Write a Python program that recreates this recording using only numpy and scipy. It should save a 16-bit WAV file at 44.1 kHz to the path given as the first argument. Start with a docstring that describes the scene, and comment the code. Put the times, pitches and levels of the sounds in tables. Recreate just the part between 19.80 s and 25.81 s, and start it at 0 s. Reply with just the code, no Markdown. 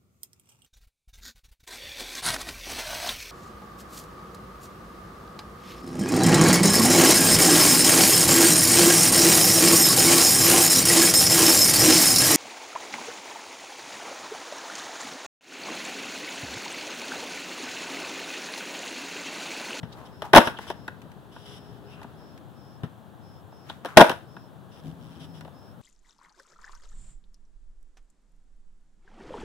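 """A skateboard slams down twice on open concrete at night: struck deck modes and contact noise, clipped.
Around each jump a shoe stamps and scrapes (damped modes, friction noise) and feet knock on the deck.
The board rattles in rows of small knocks, creaks by stick and slip, and rolls on as uneven rumble.
Ramps and trees return scattered echoes; an insect trills on a gliding sine, a whine and a low hum
swell as wavering tones, and distant traffic and insects lie beneath as coloured noise."""
import sys
import numpy as np
from scipy import signal
from scipy.fft import rfft, irfft
from scipy.io import wavfile
from scipy.ndimage import uniform_filter1d

SR = 44100
rng = np.random.default_rng(int(sys.argv[2]) if len(sys.argv) > 2 else 0)


def unload_audio(sound):
    """Save the sound as a 16-bit wav file, at the path given as the first command line argument."""
    columns = np.transpose(np.atleast_2d(sound))
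    # keep every value between -1 and 1, then stretch to whole-number steps
    steps = np.round(np.clip(columns, -1, 1) * 32767)
    wavfile.write(sys.argv[1], SR, steps.astype(np.int16))


N = 265217
TIME = np.arange(N) / SR  # seconds through the scene
AGE = np.arange(SR // 4) / SR  # seconds since a contact

# Bending modes of the deck under the rider's weight.
# Each row: frequency in Hz, relative level in dB, t60 in seconds before any further damping.
FLEX = [(66, -19, 0.045), (159, -10.5, 0.087), (216, -2, 0.099), (250, -2, 0.1), (330, -4.5, .05)]
# Spectrum of a hard contact. Each row: frequency in Hz, relative density in dB per Hz.
CRACK = [(100, -14.5), (400, 8.5), (900, 3), (1700, 3), (2250, -9), (3000, -1.5), (3700, -4), (4500, -18.5),
         (5400, -9.5), (6800, -26), (10300, -17.5), (12500, -24.5), (16000, -26.5)]


def amp(db):
    """Decibels are logarithmic: 20 dB multiply the amplitude by ten."""
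    return 10 ** (np.asarray(db) / 20)


def unit(x):
    """Mean power sets the level: scales to rms 1."""
    return x / np.sqrt(np.mean(x ** 2) + 1e-20)


def read(points, hz):
    """Pitch is logarithmic in frequency: interpolates a curve on that axis."""
    f, value = np.transpose(points)
    return np.interp(np.log(hz + 1), np.log(f), value)


def fade(t, t60):
    """Exponential decay: the amplitude falls by 60 dB in t60."""
    return np.exp(-np.log(1000) * t / np.maximum(t60, 1e-3))


def add(mix, s, sound):
    """Superposition: adds a sound to the mix from time s."""
    part = mix[:, max(round(s * SR), 0):][:, :sound.shape[-1]]
    part += sound[..., :part.shape[1]]


def noise(size, colour, same):
    """Partial coherence: two noises share a component; colour gives dB at each frequency."""
    hz = np.fft.rfftfreq(size, 1 / SR)
    common, other = rfft(rng.standard_normal((2, size)))
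    likeness = read(same, hz)
    second = likeness * common + np.sqrt(1 - likeness ** 2) * other
    return unit(irfft(np.array([common, second]) * amp(colour(hz)), size))


def contact(colour, size=len(AGE)):
    """Coherence falls with frequency: noise alike on both sides in the bass, less so in the treble."""
    return noise(size, colour, [(700, 0.93), (1500, 0.69), (3000, 0.12), (9000, 0.06)])


def hump(centre_hz, octaves):
    """Broad resonance: the response in dB falls away on both sides of its centre."""
    return lambda hz: -20 * np.log10(1 + (np.log2((hz + 1) / centre_hz) / octaves) ** 2)


def held(start, length, attack, release_t60):
    """Envelope: a linear attack, a hold, then exponential decay."""
    t = TIME - start
    return np.clip(t / attack, 0, 1) * fade(np.clip(t - length, 0, 10), release_t60)


def bell(peak_s, width_s):
    """Gaussian envelope: a smooth swell around one moment."""
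    return np.exp(-np.minimum(((TIME - peak_s) / width_s) ** 2, 20))


def ring(modes):
    """Modal superposition: a struck body sounds as a sum of dying sines."""
    return sum(amp(db) * fade(AGE, t60) * np.sin(2 * np.pi * hz * AGE) for hz, db, t60 in modes)


def swing(modes):
    """Alternating modal sign: neighbouring modes swing in opposite directions."""
    return ring(modes[::2]) - ring(modes[1::2])


def tone(hz, waver_hz, flutter_db):
    """Slow frequency and amplitude modulation: a sine that wavers in pitch and level."""
    drift, flutter = (unit(uniform_filter1d(uniform_filter1d(z, size=2000), size=1000))
                      for z in rng.standard_normal((2, N)))
    phase = 2 * np.pi * np.cumsum(hz + waver_hz * drift) / SR
    return np.sqrt(2) * amp(flutter_db * flutter) * np.sin(phase)


def night():
    """Many distant sources sum to noise: traffic and insects, stronger on the left."""
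    # Spectrum of the night air. Each row: frequency in Hz, relative density in dB per Hz.
    spectrum = [(15, -60), (25, -35.5), (43, -21), (84, -4), (126, -1.5), (361, -14), (436, -16),
                (790, -15), (1090, -19.5), (1640, -24.5), (2140, -38), (3390, -31.5), (5080, -45),
                (14600, -42), (15800, -40.5)]
    # Left-right likeness. Each row: frequency in Hz, correlation from -1 to 1.
    same = [(60, -0.97), (180, 0.19), (550, 0.82), (1650, 0.19), (4970, 0.8), (15000, -0.18)]
    # Left-right balance. Each row: frequency in Hz, left minus right in dB.
    lean = [(60, 5.5), (240, 9.5), (950, 1), (3770, 3), (15000, 1)]
    air = noise(N, lambda hz: read(spectrum, hz), same)
    lean_db = read(lean, np.fft.rfftfreq(N, 1 / SR))
    return amp(-48.5) * irfft(rfft(air) * amp([lean_db / 2, -lean_db / 2]), N)


def wheels(attack=.06, release_t60=2.2):
    """Roughness excitation: wheels rumble unevenly over concrete, weakening as they lose speed."""
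    # Spells of rolling or spinning.
    # Each row: start in seconds, length in seconds, initial level in dB, change of level in dB per second.
    rolls = [(0, 0.37, -50.5, -0.5), (0.601, 1, -47.5, -10), (1.64, 0.79, -52, -0.5), (4.25, .3, -45, -52),
             (4.93, .72, -58.5, -2.5)]
    # Spectrum of rolling. Each row: frequency in Hz, relative density in dB per Hz.
    rumble = [(25, -26), (70, 0), (160, -1.5), (300, -4), (450, -8), (900, -14.5), (1700, -19), (2300, -30),
              (3500, -24.5), (7000, -43), (16000, -43.5)]
    bumps = amp(0.73 * unit(uniform_filter1d(rng.standard_normal(N), size=1500)))
    power = 0
    for s, length, db, slope in rolls:
        slowing_db = slope * np.clip(TIME - s, 0, length)
        power = power + (amp(db + slowing_db) * held(s, length, attack, release_t60)) ** 2
    return np.sqrt(power) * bumps * contact(lambda hz: read(rumble, hz), size=N)


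def steps(slap_t60=0.1):
    """Damped modal impact: a rubber sole gives a soft thump under a dull slap."""
    # Stamps of a shoe on the concrete. Each row: start in seconds, thump in dB, slap in dB.
    stamps = [(0.031, -22, -38), (3.0340, -18, -35.5)]
    # Modes of the sole. Each row: frequency in Hz, relative level in dB, t60 in seconds.
    sole = [(126, 6, 0.05), (156, 4.5, 0.053), (234, -3.5, 0.07), (434, -5, 0.048), (630, 0, 0.021)]
    out = np.zeros((2, N))
    for s, thump_db, slap_db in stamps:
        thump = -ring(sole) * (1 - fade(AGE, 0.07))
        slap = contact(lambda hz: read(CRACK, hz) + hump(900, 3)(hz)) * fade(AGE, slap_t60)
        add(out, s, amp(thump_db) * thump + amp(slap_db) * slap)
    return out


def scuffs():
    """Sliding friction: grainy noise that swells quickly and dies more slowly."""
    # Shoes scrape grip tape and concrete, or squeak where the rubber grabs.
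    # Each row: peak in seconds, sum of the rise and fall time constants in seconds, level in dB,
    # centre frequency in Hz, width in octaves.
    scrapes = [(0.128, 0.014, -47.5, 3770, 0.4), (.180, .12, -45.5, 820, 0.52),
               (.452, .04, -38.5, 847.4, 0.58), (0.774, 0.018, -43, 3130, 0.16),
               (.825, .07, -47.5, 1590, 1), (2.129, 0.097, -55, 2690, 0.15), (2.19, .11, -55, 1210, 0.45),
               (3.894, .07, -50, 1490, 1), (3.899, 0.0081, -34, 3450, .15), (4.090, .07, -41.5, 1187, 0.53)]
    rise_share = 0.32  # of the summed time constants
    out = np.zeros((2, N))
    t = np.arange(SR // 2) / SR
    for s, length, db, hz, octaves in scrapes:
        lead = min(s, .25)  # seconds before the peak
        rising, falling = (lead - t) / rise_share, (t - lead) / (1 - rise_share)
        swell = np.exp(-np.maximum(rising, falling) / length)
        grain = amp(2.0 * unit(uniform_filter1d(rng.standard_normal(len(t)), size=90)))
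        add(out, s - lead, amp(db) * swell * grain * contact(hump(hz, octaves), size=len(t)))
    return out


def creak(jitter=0.07, uneven_db=1.0, attack=.012, release_t60=0.065):
    """Stick and slip: small jerks of the truck drive its noise; fast slips blur into a rasp."""
    # The trucks creak as the rider shifts his weight.
    # Each row: start in seconds, length in seconds, level in dB, slips per second before jitter.
    creaks = [(0.248, .02, -54.5, 600), (0.642, 0.033, -37.5, 600), (0.796, 0.051, -54, 500),
              (0.867, 0.047, -44.5, 600), (1.513, 0.15, -57, 450), (1.652, 0.13, -50.5, 600),
              (1.795, 0.19, -66.5, 450), (2.089, 0.064, -59.5, 430), (4.908, 0.094, -59, 240),
              (5.024, 0.091, -61.5, 90), (5.20, 0.097, -61.5, 120), (5.301, .08, -59.5, 170),
              (5.392, 0.059, -52, 300), (5.535, 0.054, -57, 480)]
    # Spectrum of a truck. 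Each row: frequency in Hz, relative density in dB per Hz.
    truck = [(1500, -6), (2550, -9), (3020, 3.5), (3650, 0), (4400, -17), (5000, -3.5), (5600, -4),
             (6600, -23), (8000, -14), (9000, -22), (10300, -12), (12000, -24), (16000, -27.5)]
    starts, _, _, rates = np.transpose(creaks)
    current = np.maximum(np.searchsorted(starts, TIME) - 1, 0)
    rate = rates[current] * np.exp(jitter * unit(uniform_filter1d(rng.standard_normal(N), size=150)))
    # one impulse per whole slip counted; dividing by the rate evens the power
    slips = np.diff(np.floor(np.cumsum(rate) / SR), prepend=0)
    slips = slips * amp(uneven_db * rng.standard_normal(N)) / rate
    jerk = fade(AGE, .012) * (1 - fade(AGE, .002))
    power = abs(signal.oaconvolve(slips, jerk ** 2)[:N])
    level = sum(amp(db) * held(s, length, attack, release_t60) for s, length, db, _ in creaks)
    return level * unit(np.sqrt(power)) * contact(lambda hz: read(truck, hz), size=N)


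def insect(waver_hz=170, taper=0.61):
    """Frequency modulation: a far insect's unsteady pitch slides up as each chirp starts."""
    # Chirps from the trees. Each row: start in seconds, length in seconds.
    chirps = [(.294, 0.16), (0.92, 0.19), (1.764, 0.19), (2.046, 0.083), (2.332, .27), (2.713, 0.32),
              (3.39, 0.25), (3.687, .23), (4.437, .28), (5.437, .23), (5.704, .26)]
    goal_hz, sag_hz, slide_s = 5300, 398, 0.023  # pitch approached, initial shortfall, time constant
    out = np.zeros((2, N))
    for s, length in chirps:
        size = int(length * SR)
        waver = unit(uniform_filter1d(rng.standard_normal((2, SR // 2)), size=50))[:, :size]
        hz = goal_hz - sag_hz * np.exp(-TIME[:size] / slide_s) + waver_hz * waver
        trill = unit(np.sin(2 * np.pi * np.cumsum(hz, axis=1) / SR))
        add(out, s, amp(-66.5) * signal.windows.tukey(size, taper) * trill)
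    return out


def crack(t60, snap_db, dull_db):
    """Broadband impact: a sharp snap, then a short crunch; softer contacts lose treble."""
    colour = lambda hz: read(CRACK, hz) + dull_db * np.clip(hz / 8000, 0, 1)
    return contact(colour) * (amp(snap_db) * fade(AGE, .012) + amp(-2) * fade(AGE, t60))


def blows(rows, damping_t60, flex_db, crack_t60, snap_db, dull_db, rise, spread, flex_give=.6,
          flex_rise=0.019):
    """Selective modal excitation: a blow cracks, rings modes near its focus and flexes the damped deck."""
    # Modes of the deck with its trucks.
    # Each row: frequency in Hz, level in dB before excitation, t60 in seconds before the feet damp it.
    deck = [(364, 0, .06), (435, -8.5, 0.074), (541, -5, 0.068), (616.6, -3.5, 0.065), (692, -3.5, 0.054),
            (755, -12, 0.16), (856, -3, 0.043), (955, -6, 0.073), (1043, -11.5, 0.14), (1162, -16, .05),
            (1446, -7, .06), (1612, -9.5, 0.071), (1684, -10, 0.065), (1880, -10.5, 0.034),
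            (2592, -10.5, 0.09), (3800, -4.5, 0.027)]
    out = np.zeros((2, N))
    flex = swing(FLEX) * (1 - fade(AGE, flex_rise))
    for s, db, hard_db, focus_hz in rows:
        focus = hump(focus_hz, spread)  # spread in octaves
        excited = [(hz, mode_db + focus(hz), t60) for hz, mode_db, t60 in deck]
        ringing = amp(db) * swing(excited) * (1 - fade(AGE, rise))
        # a give below 1: the stiffening deck flexes less than in proportion to the blow
        bending = amp(flex_db + flex_give * db) * flex
        body = (ringing + bending) * fade(AGE, damping_t60)
        add(out, s, body + amp(db + hard_db) * crack(crack_t60, snap_db, dull_db))
    return out


def loads(rise=0.02, damping_t60=0.04):
    """Damped bending: the deck gives a low thud under the rider's weight."""
    # The weight comes down. Each row: start in seconds, level in dB.
    landings = [(0.42, -27.5), (0.5812, -0.5), (0.672, -14), (2.2440, -29), (4.1672, -15), (4.2963, -14),
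                (5.3700, -28.5), (5.6510, -35)]
    out = np.zeros((2, N))
    for s, db in landings:
        add(out, s, amp(db) * swing(FLEX) * (1 - fade(AGE, rise)) * fade(AGE, damping_t60))
    return out


def rattle(count=12, uneven_db=3.5):
    """Repeated impacts losing energy: uneven rows of small knocks weaken as the board settles."""
    # The loose board after a landing.
    # Each row: start in seconds, initial strength in dB before unevenness, t60 in seconds.
    settlings = [(.68, -29.5, 1), (4.24, -29, .25)]
    per_s, focus_hz, hard_db = 46, 1094, -16.5  # mean knocks per second, focus, crack against strength
    rows = []
    for s, db, t60 in settlings:
        ages = (np.arange(count) + rng.random(count)) / per_s
        levels = db + 20 * np.log10(fade(ages, t60) + 1e-9) + uneven_db * rng.standard_normal(count)
        rows += [(s + age, level, hard_db, focus_hz) for age, level in zip(ages, levels)]
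    return rows


def clicks():
    """Short impulses have broad spectra: brief ticks of grit and loose hardware."""
    # Ticks. Each row: start in seconds, level in dB.
    ticks = [(1.079, -39), (1.218, -47), (1.317, -50), (2.231, -44.5), (2.577, -48.5), (5.6090, -44.5)]
    out = np.zeros((2, N))
    for s, db in ticks:
        add(out, s, amp(db) * contact(hump(1670, 1.03)) * fade(AGE, 0.034))
    return out


def whine():
    """Narrowband tone: one thin sine swells and fades while the board rolls."""
    return amp(-57) * bell(peak_s=1.88, width_s=0.42) * tone(411, waver_hz=1.19, flutter_db=3.0)


def hum(attack=0.031, release_t60=0.97):
    """Inharmonic partials: wavering low tones in a soft rumble boom, hold and die away."""
    start_s, length_s, sag_db_per_s = 5.02, .57, -4.5
    tones = tone(160, waver_hz=3, flutter_db=2.7) + amp(-8) * tone(264, waver_hz=3, flutter_db=1.5)
    rumble = amp(-7) * contact(hump(86, .25), size=N) + amp(-8) * contact(hump(220, 0.61), size=N)
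    sag_db = sag_db_per_s * np.maximum(TIME - start_s, 0)
    steady = amp(-48 + sag_db) * held(start_s, length_s, attack, release_t60)
    boom = amp(-43) * bell(peak_s=5.075, width_s=0.028)
    return (tones + rumble) * (steady + boom)


def park(x, delay=0.0098, build=0.014, reach=.11, beyond_t60=0.39, same=0.3):
    """Scattering: ramps and trees return sparse echoes, fading faster from beyond the park's edge."""
    # Echo bands. Each row: frequency in Hz, relative level in dB, t60 in seconds within the reach.
    bands = np.array([(100, -7.5, 0.23), (300, 1, 0.27), (790, -3.5, 0.43), (1619, 4.5, 0.4),
                      (3500, -2.5, 0.47), (10000, -3, 0.59)])
    size = SR // 2
    taps = rng.standard_normal((2, size)) * (rng.random((2, size)) < 1800 / SR)  # 1800 per second
    taps[1] = same * taps[0] + np.sqrt(1 - same ** 2) * taps[1]
    hz, t, z = signal.stft(taps, SR, nperseg=256)
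    band_gain = amp(read(bands[:, [0, 1]], hz))[:, None]
    z = z * band_gain * fade(t, read(bands[:, [0, 2]], hz)[:, None])
    tail = signal.istft(z, SR, nperseg=256)[1][:, :size]
    t = np.arange(size) / SR
    tail *= (1 - fade(np.maximum(t - delay, 0), build)) * fade(np.maximum(t - reach, 0), beyond_t60)
    return signal.fftconvolve(x, tail / np.linalg.norm(tail[0]), axes=1)[:, :N]


def ports(x, low_cut_hz=55):
    """Level and phase differences: two small microphone ports shed deep bass, the left one louder."""
    # Port balance. Each row: frequency in Hz, left minus right in dB.
    port_lean = [(60, 7), (150, 6), (380, 4), (950, 1.5), (2380, 2), (5980, 1.5), (15000, 5)]
    # Port phase. Each row: frequency in Hz, lead of the left in radians.
    port_phase = [(80, -0.9), (300, -0.15), (1000, 0), (1500, 0.5), (2000, 1.8), (2400, 4), (2900, 5),
                  (3400, 6)]
    hz = np.fft.rfftfreq(N, 1 / SR)
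    half = amp(read(port_lean, hz) / 2) * np.exp(.5j * read(port_phase, hz))
    x = signal.sosfilt(signal.butter(2, low_cut_hz, "high", fs=SR, output="sos"), x)
    return irfft(rfft(x) * np.array([half, 1 / half]), N)


def scene():
    """Superposition: the board with its echoes, and the night around it."""
    # Wheels and deck slam on the concrete. Each row: start in seconds, strength in dB,
    # hardness (crack against strength) in dB, frequency in Hz that the point of contact excites most.
    slam_rows = [(.5328, -3, -15, 850), (.5355, 5.5, -16.5, 850), (.5490, -0.5, -6.5, 1400),
                 (.5535, -5.5, -5, 600), (.5605, 0.5, -5.5, 950), (.5640, 8.5, -15.5, 800),
                 (.5725, 9.5, -11, 620), (.5815, 4, -9.5, 900), (4.1718, 18.5, -12.5, 660),
                 (4.1765, 2.5, -13, 620), (4.1830, -3, -11, 620), (4.1965, 4, -19, 701),
                 (4.2058, 4.5, -13.5, 950), (4.2120, 9, -14.5, 680), (4.2205, 2, -20.5, 700)]
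    # Lighter knocks of feet, trucks and wheels on the board. Each row: start in seconds, strength in dB,
    # hardness in dB, frequency excited most in Hz.
    knock_rows = [(.4210, -21, -8, 650), (.6050, -12.5, -8.5, 850), (.6150, -12, -15, 1500),
                  (.6730, -9, -11, 1630), (.7880, -21, -14, 1065), (.9020, -17, -12.5, 808),
                  (.9105, -27, -16, 750), (1.0805, -17.5, -22, 1600), (1.5630, -29.5, -24, 1150),
                  (2.2160, -31.5, -16, 1000), (2.2440, -31, -29, 895), (3.7230, -36, -24, 799),
                  (3.8990, -23.5, -19, 1082), (4.0485, -18.5, -13, 645), (4.0585, -34, 4, 1000),
                  (4.1645, -21.5, -16, 520), (4.2430, -11, -12.5, 1000), (4.2958, -12, -6.5, 1000),
                  (4.3155, -19, -9, 1316), (4.5665, -28, -19.5, 1329), (5.6090, -36.5, -10, 1600),
                  (5.6495, -32, -13, 602), (5.6780, -33.5, -18, 700)]
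    slams = blows(slam_rows, damping_t60=.08, flex_db=-11.5, crack_t60=.06, snap_db=1.0, dull_db=-0.5,
                  rise=0.006, spread=.65, flex_give=0.76)
    knocks = blows(knock_rows + rattle(), damping_t60=0.051, flex_db=-19, crack_t60=0.081, snap_db=-4.0,
                   dull_db=-3.0, rise=.003, spread=0.62, flex_give=0.88)
    near = slams + knocks + loads() + clicks() + steps() + scuffs() + creak()
    echoes = amp(-17.0) * park(near)
    return ports(near + echoes + wheels() + hum() + whine() + insect()) + night()


def record(dry):
    """Overload and band limiting: peaks clip at full scale, then a low-pass removes the top treble."""
    clipped = np.clip(dry, -1, 1)
    low_pass = signal.firwin(511, 15900, window=("kaiser", 9), fs=SR)  # edge in Hz
    return signal.oaconvolve(clipped, low_pass[None], "same")


dry = scene()
out = record(dry)
unload_audio(out)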